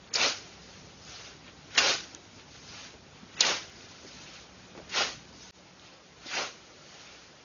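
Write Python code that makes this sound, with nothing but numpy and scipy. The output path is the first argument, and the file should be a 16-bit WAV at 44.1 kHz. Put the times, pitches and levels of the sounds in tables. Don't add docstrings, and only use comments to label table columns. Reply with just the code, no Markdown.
import sys
import numpy as np
from scipy import signal
from scipy.fft import rfft, irfft, next_fast_len
from scipy.io import wavfile
from scipy.ndimage import uniform_filter1d, map_coordinates

SR = 44100
rng = np.random.default_rng(int(sys.argv[2]) if len(sys.argv) > 2 else 0)


def unload_audio(sound):
    columns = np.transpose(np.atleast_2d(sound))
    steps = np.round(np.clip(columns, -1, 1) * 32767)
    wavfile.write(sys.argv[1], SR, steps.astype(np.int16))


def volts_from_db(level):
    exponent = np.asarray(level, float) / 20
    return 10 ** exponent


N = 328104
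TIME = np.arange(N) / SR
CLOCK = np.arange(0, N / SR + .002, .001)
CHANGE_S = 5.5088


def unit(x):
    return x / np.sqrt(np.mean(x ** 2) + 1e-20)


def wobble(rate):
    knots = rng.standard_normal(N // 100)
    return map_coordinates(knots, [TIME * min(rate, 400)])


def smooth(control):
    return np.interp(TIME, CLOCK, control)


def filtered(x, response):
    m = next_fast_len(len(x) + 8192)
    return irfft(rfft(x, m) * response(np.fft.rfftfreq(m, 1 / SR)), m)[:len(x)]


def coloured(x, points):
    hz, db = np.transpose(points)
    return unit(filtered(x, lambda f: volts_from_db(np.interp(np.log(f + 1), np.log(hz + 1), db))))


def resonance(f, hz, width):
    return 1j * f * width / (hz * hz - f * f + 1j * f * width)


def patchy(x, patchy_db, ring):
    z = signal.stft(x, nperseg=256)[2]
    field = uniform_filter1d(rng.standard_normal(z.shape), 5, 0)
    field = uniform_filter1d(field, 6, 1)
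    x = signal.istft(z * volts_from_db(patchy_db * unit(field)), nperseg=256)[1]
    z = signal.stft(x, nperseg=2048)[2]
    return signal.istft(z * np.abs(z) ** ring, nperseg=2048)[1][:N]


def before_after(before, after):
    return np.where(TIME > CHANGE_S, after, before)


# frequency in Hz, level in dB per Hz.
ROAD = [(13, -59), (22, -28), (30, -10), (54, -0.5), (101, 1.5), (124, -0.5), (152, -0.5), (230, -1.5),
        (272, -2), (359, -10), (450, -9.5), (580, -51.5), (990, -120)]
# centre in Hz, width in Hz, level in dB.
ENGINES = [(63.6, 2.6, -68.5), (104.6, 5.3, -73), (149.6, 7.2, -65.5), (184.6, 1.3, -66)]


def road():
    rumble = coloured(patchy(rng.standard_normal(N), patchy_db=0.9, ring=0.22), ROAD)
    tones = np.zeros(N)
    for hz, width, db in ENGINES:
        tone = filtered(rng.standard_normal(N), lambda f: resonance(f, hz, width) ** 2)
        tones += volts_from_db(db + 60) * unit(tone)
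    level_db = before_after(-57, -62.5) + 0.3 * wobble(9)
    return volts_from_db(level_db) * (volts_from_db(-.5) * rumble + volts_from_db(-3) * tones)


def cut(bite, crest_db, entry_db, swell, hold, lead_db, lag=0):
    since = CLOCK - bite - lag
    lead = lead_db + 305 * since
    rising = entry_db * np.clip(1 - since / swell, 0, 1) ** 1.69
    after = np.maximum(since - swell, 0)
    held = np.exp(-(after / hold) ** 2.2)
    sag = volts_from_db(-52.5 * after)
    tail = volts_from_db(-5.5 - 116.5 * after)
    falling = 20 * np.log10(held * sag + (1 - held) * tail + 1e-6)
    top_db = np.interp(since, [0, swell, swell + 2 * hold], [-5.5, -2.5, 1.6])
    return np.where(since < 0, lead, rising + falling), top_db


# frequency in Hz, level in dB per Hz.
MEADOW = [(120, -33.5), (200, -8.5), (317, 2.5), (1120, -8), (1280, -6), (1860, -6), (2550, -6.5),
          (6210, -9.5), (7000, -11), (9100, -44), (15400, -120)]


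def meadow():
    stir = 0
    for row, swath in zip(CUTS, SWATHS):
        load_db, _ = cut(*row, swath[0])
        stir = stir + volts_from_db(row[1] - 14.5 + load_db)
    hiss = coloured(patchy(rng.standard_normal(N), patchy_db=1.0, ring=0.24), MEADOW)
    level_db = before_after(-52.5, -53) - 3.0 + 0.88 * wobble(2.45)
    return (volts_from_db(level_db) + smooth(stir)) * hiss


def brush(s, rise, fall):
    since = CLOCK - s
    return -8.7 * np.where(since < 0, (since / rise) ** 2, np.abs(since / fall) ** 2.15)


# bite in seconds, crest in dB, bite in dB re crest, swell in seconds, hold in seconds.
CUTS = [
    (0.15, -27, -6, 0.096, .06),
    (1.772, -27, -3.5, 0.11, 0.07),
    (3.403, -27, -7.5, 0.071, 0.087),
    (4.903, -28, -25, 0.078, 0.11),
    (6.258, -34, -22, 0.11, 0.11),
]
# level of the swell up to the bite in dB re crest, turf under the blade in dB,
# turf lag in seconds, stem tips in dB.
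SWATHS = [
    (-18.5, -5.5, 0.014, 1.3),
    (-9, -4.5, 0.004, 2),
    (-7.5, -5.5, .015, 0),
    (-24, -4.5, 0.0086, 0.5),
    (-13.5, -2.5, 0.02, 1),
]
# peak in seconds, level in dB, rise in seconds, fall in seconds, tips in dB.
BRUSHES = [(0.72, -58.5, .1, .2, 2.5), (1.15, -47.5, 0.08, 0.12, 0), (1.27, -52, 0.036, 0.083, -1),
           (1.485, -50.5, 0.04, 0.022, -16), (2.4, -56.5, .04, .04, -1), (2.56, -56.5, 0.041, 0.054, 1.5),
           (2.79, -47.5, 0.14, 0.12, -0.5), (3.17, -59, 0.048, 0.044, -13), (3.9, -58, 0.14, 0.093, 3),
           (4.22, -52.5, 0.23, 0.2, 1.2), (4.37, -54.5, .07, 0.088, -1), (4.6, -66, .03, .03, -15),
           (5.48, -56.5, 0.1, 0.075, 5), (5.85, -56.5, 0.047, 0.1, -3.5), (7.06, -53, .24, 0.19, -1)]


def contact():
    rest_db = -66.5 + 2.5 * wobble(14)[::SR // 1000][:len(CLOCK)]
    parts = [(rest_db, -62.0, rest_db + 1.0)]
    for row, (lead_db, turf_db, lag, tips_db) in zip(CUTS, SWATHS):
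        crest_db = row[1]
        load_db, top_db = cut(*row, lead_db)
        turf_load_db, _ = cut(*row, lead_db, lag)
        scrape_db = turf_db + 1.41 * turf_load_db
        parts.append((crest_db + load_db, crest_db + scrape_db, crest_db + load_db + top_db + tips_db))
    lead_s = 0.028
    for s, db, rise, fall, top_db in BRUSHES:
        level_db = db + brush(s, rise, fall)
        fizz_db = db + top_db + brush(s - lead_s, 1.27 * rise, fall + lead_s)
        parts.append((level_db, level_db - 10, fizz_db))
    layers = []
    for layer in zip(*parts):
        power = sum(volts_from_db(2 * layer_db) for layer_db in layer)
        layers.append(smooth(np.sqrt(power)))
    hiss, scrape, fizz = layers
    return hiss, scrape, fizz / hiss


def crackle(share, spread_db, clump_db):
    size_db = np.minimum(spread_db * rng.exponential(size=N), 9)
    breaks = (rng.random(N) < share) * volts_from_db(size_db) * rng.choice([-1, 1], N)
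    rubbing = unit(breaks) + 1.2 * rng.standard_normal(N)
    return rubbing * volts_from_db(clump_db * wobble(45) + 0.43 * clump_db * wobble(180))


# frequency in Hz, level in dB per Hz.
STEMS = [(530, -20), (900, -15.5), (1470, 0.5), (1610, -3), (2480, 0), (4840, -4), (6590, -6.5),
         (7000, -13.5), (9100, -49.5), (15400, -120)]
# frequency in Hz, level in dB per Hz.
SCRAPE = [(71, -31.5), (120, -15), (225, -10), (431, -3), (518, 0), (1470, -4.5), (1600, -11), (2080, -45),
          (3520, -120)]
# centre in Hz, width in Hz, level in dB.
SINGING = [(805, 29, 3.5), (1080, 7.2, -9.5), (1416, 45, -24.5), (2700, 180, -4), (4270, 68, -1.5),
           (5000, 110, 0)]


def grass():
    hiss, scrape, top = contact()
    stems = crackle(.08, spread_db=1.5, clump_db=0.5)
    stems = coloured(patchy(stems, patchy_db=0.86, ring=0.45), STEMS)
    tips = filtered(stems, lambda f: 1 / (1 + (4200 / (f + 1)) ** 8))
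    stems = stems + (top * volts_from_db(4.0) - 1) * tips
    turf = crackle(.05, spread_db=6.5, clump_db=0.47)
    turf = coloured(patchy(turf, patchy_db=0.52, ring=0.42), SCRAPE)
    rubbing = volts_from_db(0.5) * hiss * stems + scrape * turf

    def steel(f):
        return 1 + sum(volts_from_db(db - 15) * resonance(f, hz, width) for hz, width, db in SINGING)

    return filtered(rubbing, steel)


def bursts(rows, turns, length):
    out, t = np.zeros(N + 4096), np.arange(4096) / SR
    for s, db, hz in rows:
        puff = rng.standard_normal(len(t)) * volts_from_db(-60 * t / length)
        puff = filtered(puff, lambda f: resonance(f, hz, hz / turns))
        out[round(s * SR):][:len(t)] += volts_from_db(db) * puff / np.abs(puff).max()
    return out[:N]


# start in seconds, peak in dB, centre in Hz.
SNAPS = [
    (0.0424, -46, 3420),
    (0.075, -48, 3430),
    (1.05, -40, 6130),
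    (1.4794, -40, 2310),
    (2.1482, -27.5, 5900),
    (2.1485, -31, 4630),
    (2.3965, -41, 3270),
    (3.8085, -38.5, 2710),
    (5.253, -43, 2390),
    (5.796, -41, 3400),
]


def snaps():
    return bursts(SNAPS, turns=5, length=0.0078)


# start in seconds, peak in dB, centre in Hz.
THUDS = [(0.107, -45, 444), (2.133, -44, 308), (2.367, -51, 221), (2.939, -42, 440), (3.23, -38, 205),
         (3.84, -43.5, 239), (4.048, -38, 307), (4.75, -38.5, 407), (4.776, -33.5, 410), (4.798, -39, 486),
         (4.815, -43, 694), (5.368, -53, 262), (6.258, -38, 284), (6.751, -59.5, 361)]


def thuds():
    return bursts(THUDS, turns=2.6, length=0.097)


# start in seconds, peak in dB, centre in Hz, spread as a share of the centre, length in seconds.
KNOCKS = [(0.138, -19.5, 4930, .12, 0.0078), (0.1365, -20, 6800, 0.08, .012),
          (0.155, -12, 4870, .16, 0.011), (1.75, -20, 2600, 1.3, 0.037), (1.777, -4, 2600, 0.92, 0.017),
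          (1.783, -12, 4950, 0.23, 0.014), (3.406, -9, 3820, 0.27, 0.015), (3.4078, -4, 5800, 0.45, 0.0044),
          (3.446, -19, 2700, 0.93, 0.012), (4.893, -30, 5460, .9, 0.029), (6.257, -30.5, 4270, 0.4, 0.057),
          (6.36, -25.5, 2580, 0.13, 0.04), (6.38, -27, 1340, 0.23, 0.071), (6.385, -24, 520, 0.43, 0.064)]
# centre in Hz, width in Hz, level in dB.
STEEL = [(1460, 39, -25.5), (2170, 200, 5.5), (2503, 17, 8.5), (2770, 60, 9), (3300, 11, -1),
         (3430, 40, 7.5), (5180, 28, -13), (5900, 100, -9.5), (6540, 27, -44)]


def knocks():
    out, t = np.zeros(N + 8192), np.arange(8192) / SR

    def modes(f):
        total = 0.86
        for k, (hz, width, db) in enumerate(STEEL):
            total = total + (-1) ** k * volts_from_db(db + 1.5) * resonance(f, hz, width)
        return total

    for s, db, hz, spread, length in KNOCKS:
        rise = 1 - np.exp(-t / (.09 * length))
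        push = rise * np.exp(-(t / length) ** 2.0)

        def struck(f):
            thump = 0.63 * resonance(f, 1500, 4500)
            return modes(f) * (spread * thump + resonance(f, hz, 1.7 * spread * hz) ** 2)

        ring = filtered(rng.standard_normal(len(t)) * push, struck)
        out[round((s - .0012) * SR):][:len(t)] += volts_from_db(db - 2.5) * ring / np.abs(ring).max()
    return out[:N]


def scene():
    return (road() + meadow() + grass() + snaps() + thuds() + knocks())[None]


# start in seconds, end in seconds.
STARVED = [
    (.092, .128),
    (1.752, 1.774),
    (3.352, 3.392),
]


def starve(x):
    hz, t, z = signal.stft(x, SR, nperseg=512, noverlap=384)
    dropped = rng.random((len(hz), len(t))) < .5
    dropped = dropped[np.ix_(np.arange(len(hz)) // 5, np.arange(len(t)) // 3)]
    when = sum((t > a) & (t < b) for a, b in STARVED)
    loss = .93 * dropped * when * (hz[:, None] > 2000)
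    return signal.istft(z * (1 - loss), SR, nperseg=512, noverlap=384)[1][:N]


def click(s, db):
    return volts_from_db(db) * (np.arange(N) == round(s * SR))


def top_cut(x):
    return signal.sosfilt(signal.butter(12, 15900, fs=SR, output="sos"), x)


def record(dry):
    def band(f):
        return 1 / (1 + (f / 6960) ** 260) / (1 + (40 / (f + 1)) ** 3)

    narrow = filtered(starve(dry[0]), band)
    since = TIME - CHANGE_S
    fade_in = np.clip((since - .008) / .055, 0, 1)  # gap, then return (s)
    remnant = volts_from_db(-18 - abs(since) / .0004)
    gate = np.where(since < 0, 1, fade_in + remnant)
    ticks = click(CHANGE_S, -46) + click(3.7, -48)
    return top_cut((narrow * gate + ticks)[None])


dry = scene()
out = record(dry)
unload_audio(out)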